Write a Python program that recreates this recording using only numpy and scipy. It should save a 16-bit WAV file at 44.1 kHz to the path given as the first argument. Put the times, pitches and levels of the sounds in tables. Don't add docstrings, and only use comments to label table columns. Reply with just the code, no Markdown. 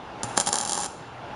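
import sys
import numpy as np
from scipy import signal
from scipy.fft import irfft
from scipy.io import wavfile
from scipy.ndimage import uniform_filter1d

SR = 44100
rng = np.random.default_rng(int(sys.argv[2]) if len(sys.argv) > 2 else 0)


def volts_from_decibels(level):
    exponent = np.asarray(level, float) / 20
    return 10 ** exponent


def generate_wav(sig):
    pcm = np.round(np.clip(np.atleast_2d(sig).T, -1, 1) * 32767).astype(np.int16)
    wavfile.write(sys.argv[1], SR, pcm)


N = 59535


def evened(x):
    return x / np.sqrt(np.mean(x ** 2) + 1e-20)


def read(points, hz):
    f, value = np.transpose(points)
    return np.interp(np.log(hz + 1), np.log(f + 1), value)


def causal(db):
    log = np.log(volts_from_decibels(np.maximum(db, -100)))
    spectrum = np.exp(np.conj(signal.hilbert(np.r_[log, log[-2:0:-1]])))
    return np.fft.ifft(spectrum).real[:2048]


def rings(modes):
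    t = np.arange(8000) / SR
    return sum(volts_from_decibels(db - 60 * t / t60) * np.sin(2 * np.pi * hz * t) for hz, db, t60 in modes)


def spikes(s, db):
    return np.bincount(np.round(s * SR).astype(int), volts_from_decibels(db), N)[:N]


def drone():
    # pitch_hz, level_db (per Hz)
    drone_colour = [(25, -11.5), (110, -6), (500, -8.5), (850, -5), (1400, -11.5), (1900, -18.5),
                    (3500, -23), (10400, -46)]
    # pitch_hz, width_hz, level_db
    favoured_bands = [(840, 41, 4), (1380, 54, 1.5), (2740, 140, 4.5)]
    # time_s, level_db
    machine_swell = [
        (0, -2.5),
        (.15, -0.5),
        (.3, 3.5),
        (.5, 2),
        (.9, -2.5),
        (1.15, -2),
        (1.3, 0),
        (1.35, 1.5),
    ]
    drone_db, patchy_db = -38.5, 1.5
    hz = np.fft.rfftfreq(1024, 1 / SR)
    real, imag, patches = rng.standard_normal((N // 256 + 5, 513, 3)).T
    patches = uniform_filter1d(patches, size=8, axis=0)
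    patches = evened(uniform_filter1d(patches, size=10, axis=1))
    bands = sum(db * np.exp(-((hz - top_hz) / width) ** 2) for top_hz, width, db in favoured_bands)
    level_db = (read(drone_colour, hz) + bands)[:, None] + patchy_db * patches
    noise = signal.istft((real + 1j * imag) * volts_from_decibels(level_db), nperseg=1024, noverlap=768)[1][:N]
    swell_db = np.interp(np.arange(N) / SR, *np.transpose(machine_swell))
    return volts_from_decibels(drone_db + swell_db) * evened(noise)


def hum():
    # time_s, level_db
    hum_level = [(0, -53.5), (.2, -49.5), (.235, -48.5), (.27, -46), (.38, -46), (.43, -72), (.49, -45),
                 (.55, -75), (.87, -58), (.96, -53), (1.35, -52)]
    hum_hz, width_hz = 120.2, 9.4
    t = np.arange(N) / SR
    pole = np.exp(-np.pi * width_hz / SR)
    waver = signal.lfilter([1], [1, -pole], rng.standard_normal(N) + 1j * rng.standard_normal(N))
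    tone = ((2.4 + waver / np.std(waver)) * np.exp(2j * np.pi * hum_hz * t)).real
    return volts_from_decibels(np.interp(t, *np.transpose(hum_level))) * evened(tone)


def hall(x):
    # pitch_hz, t60_s
    hall_decay = [(200, 0.86), (1000, 0.2), (4000, 0.76), (10000, 0.49)]
    taps = np.zeros(SR)
    at = np.arange(260, SR - 20, 20)
    taps[at + rng.integers(0, 20, len(at))] = rng.choice([-1., 1.], len(at))
    hz, t, z = signal.stft(taps, SR, nperseg=256)
    decay_db = -60 * t / read(hall_decay, hz)[:, None]
    tail = signal.istft(z * volts_from_decibels(decay_db), SR, nperseg=256)[1]
    return signal.fftconvolve(x, tail / np.linalg.norm(tail))[:N]


def stubs():
    # start_s, pitch_hz, level_db, t60_s
    knocks = [
        (.236, 213, -30, 0.067),
        (.238, 121, -29.5, 0.13),
        (.377, 557, -16.5, 0.037),
        (.377, 1055, -19, 0.029),
        (.49, 106, -34.5, 0.11),
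        (.531, 503, -28, 0.038),
    ]
    out = np.zeros(N)
    for start, hz, db, t60 in knocks:
        hit = spikes(np.array([start]), [0])
        out += signal.oaconvolve(hit, rings([(hz, db, t60)]))[:N]
    return out


def bounces():
    # delay_ms, pressure_share
    reflections = [(0, 1), (.17, .55), (.32, .35), (.42, -.3), (.51, -.4), (.71, -.3), (.98, .4),
                   (1.13, .3), (1.28, .5), (1.37, -.35), (1.61, -.5), (2.52, .3), (2.93, -.2), (4.3, -.2)]
    ms, share = np.transpose(reflections)
    delayed = np.sinc(np.arange(400) - ms[:, None] * SR / 1000)
    return (share[:, None] * delayed).sum(0)


def thump():
    # pitch_hz, level_db, t60_s
    tube_modes = [(259, -4.5, 0.058), (580.5, 2.5, 0.08), (831.2, 5, 0.11), (926, -4.5, 0.19),
                  (1115, -41, 0.066), (126, -5, 0.049)]
    # pitch_hz, level_db
    push_colour = [(60, -10), (200, 5), (600, -2), (1100, -3.5), (1700, 1), (2600, -1.5), (4000, -52)]
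    thump_db, ring_db, rise_s, from_hz = 1, -11.5, 0.0016, 157
    push = signal.oaconvolve(bounces(), causal(read(push_colour, np.fft.rfftfreq(4096, 1 / SR))))
    out = volts_from_decibels(ring_db) * rings(tube_modes)
    out *= 1 - np.exp(-np.arange(len(out)) / SR / rise_s)
    out[:len(push)] += push / np.sqrt(np.mean(push[:130] ** 2))
    return volts_from_decibels(thump_db) * signal.sosfilt(signal.butter(2, from_hz, "high", fs=SR, output="sos"), out)


def snap():
    # pitch_hz, level_db, t60_s
    steel_modes = [(3270, -35, 0.038), (3860, -49, 0.077), (4658, -23, 0.0094), (5260, -45, 0.045),
                   (6060, -29, 0.013), (7154, -19, 0.017), (7450, -20.5, 0.01), (8455, -28, 0.017),
                   (10210, -11.5, 0.0059)]
    # pitch_hz, level_db
    spike_colour = [(300, -27), (1500, -11.5), (2400, -21.5), (3300, -2.5), (5000, 0), (7200, -3),
                    (9000, 3.5), (10300, -1)]
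    snap_db = 3
    out = rings(steel_modes)
    out[:400] += bounces()
    spike = irfft(volts_from_decibels(read(spike_colour, np.fft.rfftfreq(4096, 1 / SR))))
    spike = np.roll(spike, 64)[:129] * np.hanning(129)
    out = signal.oaconvolve(out, spike)
    return volts_from_decibels(snap_db) * out / np.sqrt(np.mean(out[64:154] ** 2))


def sputter():
    # time_s, level_db
    arc_current = [(.231, -94), (0.236, -36.5), (.26, -50), (.355, -51), (0.371, -35.5), (0.421, -36.5),
                   (.44, -82), (0.461, -61), (0.47, -29), (.495, -49), (.515, -42), (.535, -33.5),
                   (.64, -46), (.75, -37.5), (0.799, -37.5), (0.864, -39), (.878, -64), (.97, -82)]
    pops_per_s, spread_db, hiss_db = 2500, 3, -10.5
    size_db = spread_db * np.minimum(rng.exponential(1, N), 4)
    small = evened(volts_from_decibels(size_db) * (rng.random(N) < pops_per_s / SR))
    small = small + volts_from_decibels(hiss_db) * rng.standard_normal(N)
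    current = volts_from_decibels(np.interp(np.arange(N) / SR, *np.transpose(arc_current)))
    return current * (small - small.mean()) / 10


def droplets():
    # start_s, length_s, level_db
    fizzing = [
        (0.3684, 0.0063, -26),
        (.386, 0.0016, -36),
        (0.4698, 0.013, -25),
        (0.4814, .004, -31),
        (0.491, 0.0017, -25),
        (0.631, 0.0027, -35),
        (0.825, 0.0032, -35.5),
        (.844, .003, -34),
    ]
    t = np.arange(N) / SR
    swell = sum(volts_from_decibels(db - 19) * np.sin(np.pi * np.clip((t - start) / length, 0, 1))
                for start, length, db in fizzing)
    return swell * rng.standard_normal(N)


def puffs(s, db):
    scatter_db, scatter_t60, lag_s = -8, .016, .0012
    decay = volts_from_decibels(-60 / scatter_t60 / SR)
    puff = signal.lfilter([1], [1, -decay], spikes(s + lag_s, db + scatter_db - 20))
    return puff * rng.standard_normal(N)


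def arc():
    # start_s, snap_db, thump_db (re snap)
    arc_pops = [(0.2331, -23, -6), (0.3764, -13, -2), (0.3864, -28, -11), (0.4006, -15, -10),
                (0.4106, -20, -5), (0.4631, -25, -14), (0.4717, -22, -5), (0.4777, -26, -5),
                (0.4889, -23, -2), (0.529, -15, -9), (0.5417, -23, -3), (0.5566, -19, -9),
                (0.5684, -29, -6), (0.5772, -33, 5), (0.5855, -20, -12), (0.595, -30, -5),
                (0.6025, -28, -1), (0.6117, -22, -12), (0.6204, -33, 0), (0.6275, -31, -2),
                (0.6346, -31, -1), (0.6508, -25, -11),
                (0.6608, -30, -1), (0.6757, -27, -9), (0.6861, -31, -7), (0.6948, -22, -8),
               (0.7004, -30, -18), (0.7102, -26, -11), (0.7207, -22, -9), (0.7323, -19, -22),
               (0.7442, -27, -9), (0.7529, -26, -6), (0.7685, -31, -5), (0.7769, -25, -4),
               (0.7878, -29, -11), (0.7938, -34, 2), (0.8031, -29, -16), (0.8115, -29, -12),
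               (0.822, -31, -12), (0.8337, -28, -4), (0.844, -29, -2), (0.854, -32, -3), (0.8604, -28, -6)]
    sputter_thump_db, fizz_thump_db = -3, -12.5
    s, db, thump_db = np.array(arc_pops).T
    small, fizz = sputter(), droplets()
    high = spikes(s, db) + small + fizz + puffs(s, db)
    low = spikes(s, db + thump_db) + volts_from_decibels(sputter_thump_db) * small + volts_from_decibels(fizz_thump_db) * fizz
    high = signal.oaconvolve(high, snap())[64:N + 64]
    return high + signal.oaconvolve(low, thump())[:N]


def scene():
    hall_db = -14
    near = arc() + stubs()
    return (near + volts_from_decibels(hall_db) * hall(near) + drone() + hum())[None]


def roll_off(x):
    return signal.sosfilt(signal.butter(12, 11990, fs=SR, output="sos"), x)


def record(dry):
    notch_hz, notch_width_hz, notch_db, edge_hz = 7880, 220, -13, 10995
    duck_from_db, duck_share, duck_back_db_per_s, limit = -21.5, .15, 10, 1.3
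    hz = np.fft.rfftfreq(4096, 1 / SR)
    notch = notch_db * np.exp(-((hz - notch_hz) / notch_width_hz) ** 2)
    bass_cut = -3 * (30 / (hz + 1)) ** 2
    x = signal.oaconvolve(dry[0], causal(notch + bass_cut))[:N]
    power_db = 10 * np.log10(abs(uniform_filter1d(x ** 2, size=400)) + 1e-12)
    back = np.arange(N) * duck_back_db_per_s / SR
    held_db = np.maximum.accumulate(power_db + back) - back
    over_db = np.maximum(held_db - duck_from_db, 0)
    x = x / volts_from_decibels(duck_share * uniform_filter1d(over_db, size=400, origin=199))
    x = limit * np.tanh(x / limit)
    x = signal.oaconvolve(x, signal.firwin(151, edge_hz, window=("kaiser", 7), fs=SR), "same")
    return roll_off(x[None])


dry = scene()
out = record(dry)
generate_wav(out)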